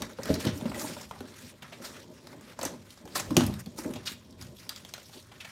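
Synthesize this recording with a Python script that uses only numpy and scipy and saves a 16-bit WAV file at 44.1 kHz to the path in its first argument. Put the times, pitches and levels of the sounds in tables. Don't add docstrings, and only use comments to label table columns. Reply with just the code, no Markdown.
import sys
import numpy as np
from scipy import signal
from scipy.fft import rfft, irfft, next_fast_len
from scipy.io import wavfile
from scipy.ndimage import uniform_filter1d, map_coordinates

SR = 44100
rng = np.random.default_rng(int(sys.argv[2]) if len(sys.argv) > 2 else 0)


def pcm_store(signal):
    levels = np.round(np.clip(np.atleast_2d(signal), -1, 1) * 32767)
    wavfile.write(sys.argv[1], SR, levels.astype(np.int16).T)


def gain_from_db(level_db):
    decades = np.asarray(level_db, float) / 20
    return 10 ** decades


N = 243161

# start_s, peak_db, ring_hz, body_db (7 dB under body re ring rms), rise_ms
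CREASES = [(.0199, -23, 3960, -11.5, 1.53), (.1331, -42, 3700, -21, 0.73), (.187, -29.5, 2000, 28, 0.54),
           (.2328, -29.5, 5200, -34, 1.4), (.2558, -27.5, 2100, -6, 1.23), (.2864, -36, 2340, 0, .99),
           (.341, -24, 5030, -36, 1.2), (.3514, -33, 5130, -18, 2.2), (.402, -30.5, 6050, -7, 3.25),
           (.4514, -24, 3480, -10, 0.81), (.4663, -27, 3210, -15, 5.5), (.4814, -39, 2500, -23, 9.4),
           (.5771, -35, 5700, -24, 0.47), (.611, -33, 2650, -3, 0.94), (.6559, -30, 2124, 1, 0.75),
           (.6809, -33, 2260, 15, 0.36), (.7173, -27.5, 2530, 25, 0.89), (.7452, -31, 2310, -19, 1),
           (.7951, -29.5, 6500, -26, 2.7), (.8094, -29.5, 6600, -8.5, 9.1), (.9664, -32, 2280, 0, 0.89),
           (1.0114, -35.5, 5700, -9, 2.86), (1.1109, -25, 2560, 1.5, 0.68), (1.1608, -38.5, 5500, 18, .7),
           (1.2057, -33.5, 2880, -3, .97), (1.6229, -37.5, 2500, -11.5, 4.5),
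           (1.723, -37.5, 1990, -9.5, 9.8), (1.847, -35.5, 4950, -13, 4.2), (2.2707, -35.5, 4800, -9, 0.6),
           (2.3294, -39.5, 2330, -7, 0.82), (2.4104, -43, 6750, -7, 0.59), (2.532, -45, 3020, -6, 1.7),
           (2.59, -26.5, 6100, 0, 1.54), (2.6134, -27.5, 4300, -32, 0.96), (2.6299, -25, 6940, -12, 2.1),
           (2.6514, -20.5, 6480, -16, 1.5), (2.9048, -40, 4200, -37, 1.16), (2.9744, -44, 5000, -6, 2.7),
           (3.0545, -40, 7000, -5, 0.95), (3.0764, -39.5, 2800, -4.5, .96), (3.1552, -23, 4600, -7, 7.6),
           (3.1744, -34.5, 3680, -32, 10.7), (3.1966, -23, 6240, -12.5, 3.9), (3.3059, -27, 4540, 1, 2.7),
           (3.3672, -8.5, 2680, -9, .7), (3.3677, -8.5, 5460, -24, 0.57), (3.4072, -15, 3220, -2, 0.54),
           (3.465, -24.5, 8600, -20, 0.64), (3.5394, -33.5, 4330, -14, 0.8), (3.593, -43, 6000, -19, 3.7),
           (3.6601, -37.5, 3920, -21, 1.3), (3.7828, -34, 5970, -10, 1.5), (3.7878, -26, 5400, -8.5, 0.57),
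           (3.8464, -32.5, 5520, 9, 0.69), (3.937, -33, 3000, -14, 0.8), (3.9559, -33, 2700, -7, 8),
           (4.0574, -31, 4570, -49, 10), (4.0716, -25, 3500, -43, 6.7), (4.1194, -31.5, 3420, -23, 0.65),
           (4.3076, -47.5, 5240, -37, 1.2), (4.3256, -50, 3940, -26, 1.1), (4.4124, -36.5, 5030, -18, 1.9),
           (4.4243, -34, 5600, -16, 0.72), (4.4674, -48, 5400, -22, 1.4), (4.595, -46.5, 5300, -28, 7.5),
           (4.666, -45, 2000, -2, 0.55), (4.6922, -22.5, 3800, -33, 0.91), (4.7486, -55, 3460, -15, .8),
           (4.7611, -32.5, 4150, -38, .99), (4.8494, -33, 3550, -13.5, 0.78),
           (4.889, -42.5, 5460, -26, 4.6), (4.9382, -24.5, 4050, -17, 0.64), (4.9781, -38, 3350, -7, 1.66),
           (5.03, -46, 7000, -34, 1.6), (5.095, -47.5, 4270, -3, 1.2), (5.1292, -44, 4220, -18, 8.9),
           (5.2254, -48, 5500, -18, 0.86), (5.2694, -53, 9500, -21, 0.54), (5.3158, -42.5, 2370, -7, 5.2),
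           (5.4041, -34, 2920, -31, 6.9), (5.447, -35.5, 2090, -13, 4.6)]
# start_s, peak_db, loudest_mode_hz, contact_ms
BLOWS = [(0.021, -28.5, 158, 2.5), (0.19, -28, 605, 2.04), (0.26, -28, 225, 0.43),
         (0.288, -20.5, 598, 0.85), (0.303, -8.5, 216, 1.3), (0.31, -41, 226, 1.2), (0.328, -24.5, 88, 3.3),
         (0.452, -17.5, 345, 2), (0.46, -17, 138.5, 1.67), (0.479, -22.5, 203, 0.79), (0.52, -28.5, 80, 3),
         (0.555, -28.5, 268, 0.72), (0.621, -26.5, 367, 1.9), (0.65, -18.5, 220, 1.5),
         (0.687, -27.5, 268, 2.1), (0.843, -26, 318, 0.91), (0.845, -27.5, 950, 0.66),
         (0.965, -34, 640, 1.9), (1.109, -45, 830, 1.8), (1.208, -28.5, 380, 1.23), (1.62, -39, 141, 3.8),
         (2.589, -34.5, 875, 1.4), (2.614, -30.5, 660, 0.83), (2.634, -23.5, 600, 1.13),
         (2.652, -24, 322, 1.8), (3.052, -34, 376, 3.5), (3.158, -32.5, 630, 1.5), (3.197, -35, 645, 2),
         (3.31, -16, 278, 1.27), (3.326, -26.5, 256, 2.8), (3.368, -5.5, 306, 2.78), (3.383, -26, 230, 1.8),
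         (3.412, -17, 249, 2.1), (3.429, -20.5, 100, 1.46), (3.471, -28, 120, 3), (3.666, -30.5, 250, 2.43),
         (3.785, -25.5, 346, 2.2), (3.852, -19.5, 237, 1.04), (3.898, -25, 252, 1.3),
         (4.115, -30.5, 210, 1.66), (4.396, -34.5, 240, 2.1)]


def unit(x):
    return x / np.sqrt(np.mean(x ** 2) + 1e-20)


def along(points, hz):
    point_hz, value = np.transpose(points)
    return np.interp(np.log(hz + 1), np.log(point_hz + 1), value)


def shape(points, hz):
    inside = (hz >= points[0][0]) * (hz <= points[-1][0])
    return gain_from_db(along(points, hz)) * inside


def curves(rows):
    s, *columns = np.transpose(rows)
    return [np.interp(np.arange(N) / SR, s, column) for column in columns]


def wobble(rate_hz):
    knots = rng.standard_normal(int(N * rate_hz / SR) + 4)
    return map_coordinates(knots, [np.arange(N) * rate_hz / SR])


def filtered(x, response):
    size = next_fast_len(len(x) + 8192)
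    spectrum = rfft(x, size) * response(np.fft.rfftfreq(size, 1 / SR))
    return irfft(spectrum, size)[:len(x)]


def mode(f, hz, width_hz):
    return 1j * f * width_hz / (hz * hz - f * f + 1j * f * width_hz)


def both(*levels):
    return np.linalg.norm(levels, axis=0)


def burst(rise_ms, size):
    u = np.arange(size) / SR / (rise_ms / 1000)
    lumps = np.repeat(gain_from_db(2.06 * rng.standard_normal(size // 32)), 32)
    return rng.standard_normal(size) * lumps * (u * np.exp(-u)) ** 1.38


def add(track, start_s, sound, peak_db):
    loudest = np.sqrt(uniform_filter1d(sound ** 2, size=132).max())
    gain = gain_from_db(peak_db - 7.5) / loudest
    track[round(start_s * SR):][:len(sound)] += gain * sound


def wake(events, level_db, decay_s, follows):
    typical_db, rise_s = -30, 0.002
    s, peak_db = np.transpose(events)[:2]
    kicks = gain_from_db(2 * (level_db + follows * (peak_db - typical_db)))
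    power = np.bincount((s * SR).astype(int), kicks, N)
    keep = np.exp(-2 / (decay_s * SR))
    lag = np.exp(-1 / (rise_s * SR))
    return np.sqrt(signal.lfilter([1 - lag], np.convolve([1, -keep], [1, -lag]), power))


def air():
    # freq_hz, level_db_per_hz
    air_spectrum = [(18, -48), (30, -8), (95, 13), (252, 0.5), (702, -31), (1010, -4), (2610, -63),
                    (3140, -11), (5740, -20), (12300, -31), (16000, -41)]
    noise = rng.standard_normal(N)
    return gain_from_db(-59.5) * unit(filtered(noise, lambda f: shape(air_spectrum, f)))


def sheen_db(ring_hz, rise_ms):
    per_octave_db, per_slowing_db = 7.5, -2
    return per_octave_db * np.log2(ring_hz / 4000) + per_slowing_db * np.log2(rise_ms)


def settling():
    s, peak_db, ring_hz, _, rise_ms = np.transpose(CREASES)
    strength_db = peak_db + 2.5 * np.log2(rise_ms)
    hiss = wake(np.c_[s, strength_db], level_db=-58, decay_s=0.03, follows=1)
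    bright_db = strength_db + sheen_db(ring_hz, rise_ms)
    return hiss, wake(np.c_[s, bright_db], level_db=-58, decay_s=0.03, follows=1)


def strokes():
    # peak_s, level_db, swell_s, fade_s, treble_db (beside the hiss)
    stroke_rows = [(.41, -46, 0.0098, .03, -4), (.47, -44, 0.022, 0.037, -16), (.58, -56, 0.027, 0.01, 4.5),
                   (.83, -47, 0.046, 0.037, 3), (1.02, -55, 0.044, 0.024, -3),
                   (1.85, -49, 0.019, 0.027, -2.5), (1.97, -55, 0.027, 0.072, -10),
                   (2.16, -60.5, 0.032, 0.027, -5.5), (2.32, -59, 0.018, 0.024, -4),
                   (2.5, -59.5, .05, 0.026, -7), (2.64, -48.5, 0.017, 0.062, -8),
                   (2.88, -61.5, 0.022, 0.097, -2.5), (3.43, -50.5, 0.051, 0.032, 0),
                   (3.16, -37.5, 0.0041, 0.029, -0.5), (3.6, -60, 0.0069, 0.011, 5.5),
                   (3.81, -53, 0.031, 0.03, 1.5), (3.9, -60, 0.03, 0.041, 1), (4.09, -55, .02, 0.036, 4.5),
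                   (4.42, -58.5, 0.024, 0.056, -4), (4.6, -60.5, 0.032, 0.072, -3),
                   (4.77, -59, 0.026, 0.029, -3), (5.15, -55, 0.019, 0.05, -3)]
    s, level_db, swell_s, fade_s, treble_db = np.transpose(stroke_rows)[..., None]
    t = np.arange(N) / SR - s
    width_s = np.maximum(np.where(t < 0, swell_s, fade_s), .005)
    power = gain_from_db(2 * level_db) * np.exp(-(t / width_s) ** 2)
    treble_power = gain_from_db(2 * treble_db) * power
    return np.sqrt(power.sum(axis=0)), np.sqrt(treble_power.sum(axis=0))


def patchy(x):
    z = signal.stft(x, nperseg=256)[2]
    field = uniform_filter1d(rng.standard_normal(z.shape), size=7, axis=0)
    field = uniform_filter1d(field, size=10, axis=1)
    gain = gain_from_db(2.5 * unit(field))
    return signal.istft(z * gain, nperseg=256)[1][:N]


def rustle():
    # time_s, level_db, body_db (beside the hiss)
    hiss_levels = [(0, -55, 0.5), (.16, -61, -3), (.29, -48.5, 2), (.41, -52.5, -4), (.58, -56, -1.5),
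                   (.72, -54.5, 1), (.9, -47, -5), (1.08, -59.5, -14), (1.25, -60, -1), (1.5, -51.5, -14.5),
                   (1.54, -69, -5), (1.61, -68.5, 1), (1.66, -62, 9.5), (1.78, -62.5, -4), (1.9, -55, 0),
                   (2.08, -71, -8), (2.25, -63.5, -2.5), (2.56, -65.5, -2), (2.72, -60.5, -3.5), (3.0, -74, -3),
                   (3.13, -56, -7), (3.26, -52.5, -14), (3.35, -59, -8), (3.55, -57, -1), (3.74, -66, -11),
                   (3.8, -60.5, -3.5), (4.0, -60, -3), (4.2, -63, -7), (4.37, -73.5, -1), (4.52, -69, -8),
                   (4.68, -59, -13), (4.9, -59.5, -7), (5.08, -59, -22), (5.27, -64.5, -3), (5.38, -64.5, 2),
                   (5.51, -54, -5)]
    # freq_hz, level_db_per_hz
    hiss_spectrum = [(880, -37), (1500, -7), (2440, 2.5), (3850, 2.5), (4190, 2.5), (4780, 2), (5750, 3.5),
                     (9500, -23), (12400, -60), (20900, -120)]
    body_spectrum = [(500, -6), (800, -7), (1300, 0.5), (2000, -4.5), (2800, -21.5)]
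    treble_spectrum = [(6500, 2.5), (9000, 4.5), (12500, 2), (15000, -1.5), (15900, -4), (16500, -29)]
    level_db, body_db = curves(hiss_levels)
    stroke, stroke_treble = strokes()
    settle, settle_treble = settling()

    clumps = gain_from_db(1.2 * wobble(45) + 1.6 * wobble(160))
    tick_hits = rng.random(N) < 1500 / SR
    ticks = tick_hits * gain_from_db(4.9 * rng.standard_normal(N)) * rng.choice([-1, 1], N)
    grain = patchy(clumps * (rng.standard_normal(N) + 0.51 * unit(ticks)))

    def part(spectrum):
        return unit(filtered(grain, lambda f: shape(spectrum, f)))

    hiss = both(gain_from_db(level_db), stroke, settle)
    body = both(gain_from_db(level_db + body_db), gain_from_db(body_db) * stroke, gain_from_db(3.5) * settle)
    treble = both(gain_from_db(level_db - 5.5), stroke_treble, gain_from_db(-7.5) * settle_treble)
    return hiss * part(hiss_spectrum) + body * part(body_spectrum) + treble * part(treble_spectrum)


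def box(f, scatter_db):
    # mode_hz, width_hz, level_db (before scatter)
    box_modes = [(81, 28, -4.5), (109, 21, -1), (166.3, 24, -1), (241.5, 28, 1), (286, 38.4, -1.5),
                 (350.4, 46.4, -1.5), (457, 186, -5), (569, 66, -4), (624, 31.4, -3), (874, 150, -10.5),
                 (1044, 59, -9), (1130, 280, -19.5)]
    total = 0
    for k, (hz, width_hz, level_db) in enumerate(box_modes):
        strength = gain_from_db(level_db + scatter_db * rng.standard_normal())
        total = total + (-1) ** k * strength * mode(f, hz, width_hz)
    return total


def drag():
    # time_s, level_db, thud_db (beside the hum, before drift)
    press = [(0, -43.5, -1), (.18, -53, -10), (.3, -40, -1), (.42, -42.5, -10), (.47, -36, 6),
             (.6, -43.5, -18), (.7, -42, -4), (.83, -37.5, -19), (.92, -45, -10), (1.09, -55.5, -2),
             (1.23, -48, -4), (1.34, -54, -5.5), (1.47, -50.5, -2), (1.63, -62.5, -9), (1.82, -50, -6),
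             (2.03, -51.5, -13), (2.2, -55, -6), (2.55, -55, -6.5), (2.69, -49, -16), (2.81, -54, -2),
             (3.0, -56.5, -11), (3.27, -44.5, -1), (3.33, -40, -1), (3.45, -41.5, 2.5), (3.64, -54.5, 8),
             (3.77, -53.5, 1.5), (3.88, -38.5, -3), (4.07, -53, 1), (4.28, -58.5, -1), (4.44, -50.5, 2),
             (4.65, -57, 1), (4.95, -58.5, -6.5), (5.27, -59, -1), (5.51, -60.5, 1)]
    # freq_hz, level_db_per_hz
    thud_spectrum = [(28, -45), (45, -10), (70, -5.5), (110, -3.5), (160, -8.5), (220, -1.5)]
    level_db, thud_db = curves(press)
    hum_friction = gain_from_db(3.5 * wobble(30)) * rng.standard_normal(N)
    hum = unit(filtered(hum_friction, lambda f: box(f, scatter_db=1.5) * mode(f, 315, 500)))
    thud_friction = gain_from_db(2.2 * wobble(8.6)) * rng.standard_normal(N)
    thud = unit(filtered(thud_friction, lambda f: shape(thud_spectrum, f)))
    drift_db = 1.5 * wobble(10)
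    boom = wake(BLOWS, level_db=-55, decay_s=0.074, follows=0.69)
    return gain_from_db(level_db) * hum + both(gain_from_db(level_db + thud_db + drift_db), boom) * thud


def snaps():
    out = np.zeros(N + SR)
    for s, peak_db, ring_hz, body_db, rise_ms in CREASES:
        slips = burst(rise_ms, size=4096)
        extra_db = sheen_db(ring_hz, rise_ms)
        sheen = 0.4 * gain_from_db(extra_db)
        ring = unit(filtered(slips, lambda f: mode(f, ring_hz, 2620) ** 2 + sheen * mode(f, 6000, 4000)))
        body = unit(filtered(slips, lambda f: mode(f, 787, 930) ** 2))
        top = unit(filtered(slips, lambda f: mode(f, 10800, 5000) ** 2))
        snap = ring + gain_from_db(7 + body_db) * body + gain_from_db(-20.5 + extra_db) * top
        add(out, s - 0.48 * rise_ms / 1000, snap, peak_db)
    return out[:N]


def knocks():
    out = np.zeros(N + SR)
    for s, peak_db, hz, contact_ms in BLOWS:
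        u = np.arange(8192) / SR / (contact_ms / 1000)
        push = np.exp(-np.pi * (u - 1) ** 2 * 2)
        contact = push + 3 * burst(2.43 * contact_ms, size=8192)
        knock = filtered(contact, lambda f: box(f, scatter_db=4.0) * (0.15 + mode(f, hz, 0.2 * hz)))
        add(out, s - 1.255 * contact_ms / 1000, knock, peak_db)
    return out[:N]


def room(x, piece=8192):
    # freq_hz, t60_s
    decay_times = [(150, 0.35), (500, 0.39), (2000, 0.33), (8000, 0.21), (15000, 0.063)]
    out = np.zeros(N + SR)
    for start in range(0, N, piece):
        hz, t, z = signal.stft(rng.standard_normal(SR // 2), SR, nperseg=256)
        late = gain_from_db(-60 * t / along(decay_times, hz)[:, None])
        early = 2.8 * gain_from_db(-60 * t / 0.013)
        tail = signal.istft(z * (late + early), SR, nperseg=256)[1]
        wet = signal.fftconvolve(x[start:start + piece], tail / np.linalg.norm(tail))
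        out[start + 90:][:len(wet)] += wet
    return out[:N]


def scene():
    film, cardboard = snaps(), knocks()
    echo = room(gain_from_db(-3.0) * film + gain_from_db(-4.5) * cardboard)
    return (air() + rustle() + drag() + film + cardboard + echo)[None]


def top_cut(x):
    return signal.sosfilt(signal.butter(12, 16510, fs=SR, output="sos"), x)


def record(dry):
    low_cut_hz, top_hz = 39, 15850

    def microphone(f):
        bass_cut = (1j * f / (low_cut_hz + 1j * f)) ** 2
        return bass_cut / (1 + (f / top_hz) ** 60)

    return top_cut(filtered(dry[0], microphone)[None])


dry = scene()
out = record(dry)
pcm_store(out)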